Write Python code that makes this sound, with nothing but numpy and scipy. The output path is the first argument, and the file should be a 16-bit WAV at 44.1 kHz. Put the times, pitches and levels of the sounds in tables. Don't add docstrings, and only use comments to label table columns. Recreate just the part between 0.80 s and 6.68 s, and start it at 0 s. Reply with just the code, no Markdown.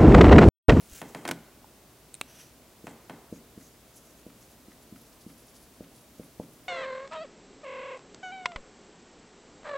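import sys
import numpy as np
from scipy import signal
from scipy.fft import rfft, irfft
from scipy.io import wavfile

SR = 44100
rng = np.random.default_rng(int(sys.argv[2]) if len(sys.argv) > 2 else 0)


def bounce(signal):
    frames = np.transpose(np.atleast_2d(signal))
    limited = np.clip(frames, -1, 1)
    pcm = np.round(limited * 32767).astype(np.int16)
    wavfile.write(sys.argv[1], SR, pcm)


N = 259352

# (frequency [Hz], relative level [dB])
FLOOR_COLOUR = [(15, -63), (25, -13), (49, -4), (69, -1.5), (82, -7.5), (119, -2.5), (209, -4), (240, -0.5),
                (495, -7.5), (537, -8), (631, -6.5), (782, -11.5), (1050, -13), (1710, -17.5),
                (15500, -22.5)]
# (frequency [Hz], level [dB])
HUM = [(59.5, -71.5), (120, -77), (15734, -88)]
# (frequency [Hz], relative level [dB])
LINE_COLOUR = [(500, -46), (1400, -2), (2000, -3), (3000, -1), (4400, -5.5), (6300, 1.5), (7600, 1),
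               (9700, -4.5), (11100, -0.5), (13000, -8), (16000, -1)]
# (time [s], pitch [Hz])
WHISTLE = [(0, 9950), (.028, 10650), (.052, 10350), (.062, 9150), (.082, 8750), (.11, 9300)]
# (band centre [Hz], decay by 60 dB [s], level before weighting by bandwidth [dB])
HALL = [(148, 0.3, 4.5), (284, 0.56, 1.5), (615, 0.5, -16), (1130, 0.91, -9), (2160, 0.77, -11.5),
        (4200, 0.22, -10), (8000, 0.25, -10)]
# (time [s], thud peak [dB], crack gain before colouring [dB])
KNOCKS = [(.2160, -26.5, -33.5), (0.3478, -26, -31), (2.0685, -29, -37.5), (2.2964, -28.5, -39.5)]
# (time [s], thud peak [dB], contact hardness as low-pass corner [Hz], crack gain before colouring [dB])
TRAY = [(.4520, -21.5, 2640, -32.5), (.4768, -30.5, 880, -23.5), (.4795, -29, 514, -39),
        (.4882, -20.5, 1200, -24.5), (.5110, -22, 396, -18)]
# (frequency [Hz], width [Hz], relative level [dB])
BOARD = [(150, 130, -5), (346, 204, 0), (558, 220, 2.5), (811, 120, 5), (1010, 80, 4), (1194, 380, -1.5),
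         (1610, 240, -1), (1777, 180, -0.5), (2170, 175, -1.5), (2410, 66, -3.5), (2610, 170, -2.5),
         (3190, 73, 2), (4100, 600, -10.5)]
# (frequency [Hz], width [Hz], gain [dB])
EASEL = [(132, 6.4, 3.5), (164.2, 6.1, 5), (232.3, 3.8, 4.5), (274.4, 11, 6.5), (342, 18, -0.5),
         (382, 6.9, -8), (554, 16, -7), (675, 9.2, 1)]
# (delay [s], signed share [ratio])
ECHOES = [(.0021, 0.16), (.0046, .25), (.0075, -.25), (0.0101, .2), (0.0137, .13)]
# (time [s], gain [dB], ring frequency [Hz], ring width [Hz],
# broad snap relative to the ring [dB], lower edge of the snap [Hz])
CLICKS = [(0.8427, -42.5, 870, 128, -33, 495), (1.3423, -26.5, 8600, 800, 1, 3040),
          (1.3510, -34.5, 8900, 905, 5.5, 3020), (1.4126, -25, 2330, 417, 14, 90)]
# (frequency [Hz], relative level [dB])
SNAP_COLOUR = [(60, 0), (200, 0), (700, 0), (1200, 3.5), (1700, -1.5), (2400, -1), (3100, -6), (3900, 3),
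               (5000, -17), (6800, -7.5), (8600, -5), (11500, -16), (16000, -16.5)]
# (frequency [Hz], width [Hz], relative level [dB])
SCRAPE_RINGS = [(1220, 510, -5), (2500, 260, 0), (3600, 550, -8.5), (8950, 1200, -7.5)]
# (middle [s], length [s], level [dB])
SLIDE = [(1.578, 0.17, -55.5), (1.607, 0.027, -54)]
# (frequency [Hz], width [Hz], relative level [dB])
CAP_HOLLOW = [(1500, 400, -3.5), (2920, 800, -1), (5920, 530, 4), (8360, 860, -6), (11200, 1100, -2.5)]
# (time [s], peak level [dB], quickness of the push [Hz])
LANDINGS = [(2.0439, -33, 340), (2.5274, -25, 327), (2.7782, -33, 260), (3.4666, -31.5, 363),
            (3.8849, -40, 238), (4.1270, -34.5, 209), (4.4666, -32, 244), (5.0085, -29, 376),
            (5.3987, -28.5, 360), (5.5998, -21, 480)]
# (middle [s], length [s], hiss level [dB])
STROKES = [(2.091, 0.096, -63), (2.548, .05, -59.5), (2.844, 0.1, -60.5), (3.172, .06, -59),
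           (3.28, 0.091, -65), (3.393, 0.03, -68), (3.625, .062, -65), (3.71, .05, -67), (4.03, 0.022, -64),
           (4.216, 0.13, -66.5), (4.42, 0.031, -64.5), (4.496, 0.051, -66.5), (4.605, 0.06, -66),
           (4.687, 0.056, -65.5), (4.767, 0.038, -61.5), (4.838, .07, -67.5), (5.166, .05, -66.5),
           (5.44, .079, -69)]
# (time [s], nib resonance [Hz], nib width [Hz], squeak [Hz], squeak over the hiss [dB])
PEN = [(2.1, 7400, 3000, 11000, -6), (2.7, 6450, 2400, 11000, -7.5), (3.3, 6450, 2760, 10900, -1),
       (4.2, 5530, 5000, 11300, 1), (4.7, 5470, 4600, 10200, 0), (5.5, 5500, 4500, 10400, 3)]
# (raps [dB], tray [dB], felt tip [dB])
DRONE_DB = (-9.5, 7.5, -8.5)
# (raps [dB], tray [dB], felt tip [dB], cracks [dB], clicks and cap [dB], rubbing [dB])
HALL_SEND_DB = (9.5, -1.5, -8, -5, -11.5, -21)

T = np.arange(N) / SR
BLOW = 8192
QUIET = 1e-18
FLOOR_DB = -56
TOP_HZ = 15850
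KNOCK_HZ = 1450

LINE_START_S, LINE_ATTACK_S, LINE_HOLD_S, LINE_RELEASE_S = 0.086, 0.067, 0.008, 0.088
LINE_DB = -46.5
TRAIL_S, TRAIL_DB = 0.63, -58.5
WHISTLE_DB, WHISTLE_FADE_DB_PER_S = -64, 40
WHISTLE_WOBBLE = 0.016

HAND_DB, HAND_HZ, HAND_LAG_S = -8.5, 151, 0.0002
PANEL_HZ, PANEL_WIDTH_HZ, PANEL_DB = 293, 76, -8
TICK_AFTER_S, TICK_S, TICK_HZ, TICK_WIDTH_HZ, TICK_DB = 0.0351, 0.0089, 1400, 1340, -59

WRITING_S, JOINS_PER_S = (2.9, 5.85), 6
JOIN_S, JOIN_DB, JOIN_SCATTER_DB = 0.06, -70.5, 0.5
SQUEAK_WIDTH_HZ = 3500


def undb(db):
    return 10 ** (np.asarray(db) / 20)


def level(x, db=0):
    return x * undb(db) / np.sqrt(np.mean(x ** 2))


def peak(x, db=0):
    return x * undb(db) / np.abs(x).max()


def add(out, s, x):
    i = max(int(s * SR), 0)
    out[i:i + len(x)] += x[:max(N - i, 0)]


def mix(sounds, dbs):
    return sum(undb(db) * x for x, db in zip(sounds, dbs))


def band(x, hz, width):
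    quality = hz / min(width, SR / 4)
    b, a = signal.iirpeak(min(hz, .45 * SR), quality, SR)
    return signal.lfilter(b, a, x + QUIET)


def ring(x, modes):
    return sum((-1) ** k * undb(db) * band(x, hz, width) for k, (hz, width, db) in enumerate(modes))


def soften(x, hz, order=2):
    b, a = signal.butter(order, min(hz, .45 * SR), fs=SR)
    return signal.lfilter(b, a, x + QUIET)


def thin(x, hz):
    b, a = signal.butter(2, min(hz, .45 * SR), "high", fs=SR)
    return signal.lfilter(b, a, x + QUIET)


def colour(x, points):
    hz, db = np.transpose(points)
    bins = np.maximum(np.arange(BLOW // 2 + 1) * SR / BLOW, 1)
    outline_db = np.interp(np.log(bins), np.log(hz), db)
    cepstrum = irfft(np.log(undb(outline_db)))
    cepstrum[1:BLOW // 2] *= 2
    cepstrum[BLOW // 2 + 1:] = 0
    response = irfft(np.exp(rfft(cepstrum)))
    return signal.fftconvolve(x, response)[:len(x)]


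def walk(rate, n=N):
    at = np.arange(n) * rate / SR
    knots = rng.standard_normal(n // 8)
    return np.interp(at, np.arange(len(knots)), knots)


def friction(n, grain_db=3, catch_db=0.5):
    unevenness_db = grain_db * walk(2500, n) + catch_db * walk(130, n)
    return level(rng.standard_normal(n) * undb(unevenness_db))


def swell(t, length):
    return np.exp(-3.2 * (t / length) ** 2)


def envelope(start, attack, hold, release):
    return np.interp(T, start + np.cumsum([0, attack, hold, release]), [0, 1, 1, 0])


def floor():
    air = level(colour(rng.standard_normal(N), FLOOR_COLOUR), FLOOR_DB)
    hum = sum(level(np.sin(2 * np.pi * hz * T + rng.uniform(0, 2 * np.pi)), db) for hz, db in HUM)
    side_colour = [(30, 11), (120, 2.5), (500, -0.5), (3000, -2), (15000, -0.5)]
    side = level(colour(rng.standard_normal(N), side_colour), -64)
    return air + hum + side * np.array([[1], [-1]])


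def long_line():
    times, hz = np.transpose(WHISTLE)
    pitch = np.interp(T, times, hz) * (1 + WHISTLE_WOBBLE * walk(1000))
    tone = level(np.sin(2 * np.pi * np.cumsum(pitch) / SR))
    gliding = np.clip(1 - (T - LINE_START_S) / LINE_ATTACK_S, 0, 1)
    whistle = tone * gliding * undb(WHISTLE_DB - WHISTLE_FADE_DB_PER_S * T)
    bite = undb(LINE_DB) * envelope(LINE_START_S, LINE_ATTACK_S, LINE_HOLD_S, LINE_RELEASE_S)
    trail = undb(TRAIL_DB) * envelope(-LINE_START_S, 2 * LINE_START_S, TRAIL_S / 2, TRAIL_S / 2)
    rasp = level(colour(friction(N, grain_db=3.5, catch_db=2.0), LINE_COLOUR))
    return whistle + rasp * np.hypot(bite, trail)


def hall(x):
    t, tail = T[:SR], 0
    for hz, t60, db in HALL:
        noise = level(band(band(rng.standard_normal(SR), hz, hz), hz, hz))
        fade = undb(-60 * t / t60) * (1 - np.exp(-t / 0.005))
        weight = np.sqrt(hz / SR / np.sum(fade ** 2))
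        tail = tail + undb(db) * noise * fade * weight
    return signal.fftconvolve(x, tail)[:N]


def mic_bump(s=0.128, hz=55, db=-42):
    return undb(db) * np.cos(2 * np.pi * hz * (T - s)) * np.exp(-((T - s) / 0.0081) ** 2)


def knocks(rows, crack_s):
    thuds, cracks, t = np.zeros(N), np.zeros(N), T[:BLOW]
    for s, db, hard_hz, crack_db in rows:
        push = soften(signal.unit_impulse(BLOW), hard_hz, order=1)
        add(thuds, s, peak(ring(push, BOARD), db))
        chatter = rng.standard_normal(BLOW) * np.exp(-t / crack_s) * (1 - np.exp(-t / 0.0008))
        add(cracks, s, undb(crack_db) * chatter)
    crack_colour = [(100, -30), (700, -22), (1500, 8.0), (3000, 2.5), (5000, 0.0), (10000, -2.5), (15000, -11.5)]
    return thuds, colour(cracks, crack_colour)


def nearby(x, echo_db, scatter_db, scatter_s):
    out, dull, t = x.copy(), soften(x, 3800, order=1), T[:BLOW]
    for delay, share in ECHOES:
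        add(out, delay, undb(echo_db) * share * dull)
    noise = thin(soften(rng.standard_normal(BLOW), 2400), 260)
    scatter = level(noise * t * np.exp(-t / scatter_s), scatter_db)
    return out + signal.fftconvolve(x, scatter)[:N] / np.sqrt(BLOW)


def clicks(slip_s=0.0013, slip_db=-14):
    out, push, t = np.zeros(N), signal.unit_impulse(BLOW), T[:BLOW]
    for s, db, hz, width, snap_db, edge_hz in CLICKS:
        tone = band(band(push, hz, width), hz, 4 * width)
        slip = rng.standard_normal(BLOW) * t / slip_s * np.exp(-t / slip_s)
        snap = peak(colour(push, SNAP_COLOUR)) + peak(ring(slip, SCRAPE_RINGS), slip_db)
        click = peak(tone) + undb(snap_db) * thin(snap, edge_hz)
        for bend_hz in (1000, 2500, 4000, 8000, 12000):
            click = click - 2 * band(click, bend_hz, 1260)
        add(out, s, undb(db) * click)
    return out


def cap_slide():
    speed = sum(undb(db) * swell(T - s, length) for s, length, db in SLIDE)
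    return level(ring(friction(N, grain_db=0.5, catch_db=1.9), CAP_HOLLOW)) * speed


def bell(t, hz):
    u = (np.pi * hz * t) ** 2
    return (1 - 2 * u) * np.exp(-u)


def landings():
    out, lead = np.zeros(N), 0.01
    t = T[:BLOW] - lead
    for s, db, hz in LANDINGS:
        push = bell(t, hz) + undb(HAND_DB) * bell(t - HAND_LAG_S, HAND_HZ)
        thump = push + undb(PANEL_DB) * band(push, PANEL_HZ, PANEL_WIDTH_HZ)
        rub = level(band(friction(BLOW), TICK_HZ, TICK_WIDTH_HZ), TICK_DB)
        tick = rub * swell(t - TICK_AFTER_S, TICK_S)
        add(out, s - lead, peak(thump, db) + tick)
    return out


def nib_rub(hz, width):
    grains = friction(2 * BLOW, grain_db=3.5, catch_db=3.5)
    return level(band(band(grains, hz, width), hz, width))


def stroke(s, length, db):
    times, *tone = np.transpose(PEN)
    nib_hz, width, squeak_hz, squeak_db = (np.interp(s, times, column) for column in tone)
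    sound = nib_rub(nib_hz, width) + undb(squeak_db) * nib_rub(squeak_hz, SQUEAK_WIDTH_HZ)
    return undb(db) * swell(T[:2 * BLOW] - BLOW / SR, length) * sound


def strokes():
    out, times = np.zeros(N), np.arange(*WRITING_S, 1 / JOINS_PER_S)
    chance = rng.standard_normal((len(times), 2))
    joins = [(s + JOIN_S * late / 2, JOIN_S, JOIN_DB + JOIN_SCATTER_DB * firm)
             for s, (late, firm) in zip(times, chance)]
    for s, length, db in list(STROKES) + joins:
        add(out, s - BLOW / SR, stroke(s, length, db))
    return out


def scene():
    background = floor()
    rubbing = long_line() + strokes()
    raps, rap_cracks = knocks([(s, db, KNOCK_HZ, crack_db) for s, db, crack_db in KNOCKS], crack_s=0.0023)
    clatter, tray_cracks = knocks(TRAY, crack_s=0.0032)
    cracks = rap_cracks + tray_cracks
    handling = clicks() + cap_slide()
    soft = landings()
    hard_board = nearby(raps + clatter, echo_db=-1, scatter_db=-13.5, scatter_s=0.005)
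    soft_board = nearby(soft, echo_db=-7, scatter_db=-18.5, scatter_s=0.0065)
    drone = ring(mix((raps, clatter, soft), DRONE_DB), EASEL)
    room = hall(mix((raps, clatter, soft, cracks, handling, rubbing), HALL_SEND_DB))
    return hard_board + soft_board + drone + cracks + handling + rubbing + room + mic_bump() + background


def record(dry):
    sos = signal.ellip(10, .1, 70, TOP_HZ, fs=SR, output="sos")
    return signal.sosfilt(sos, dry)


dry = scene()
out = record(dry)
bounce(out)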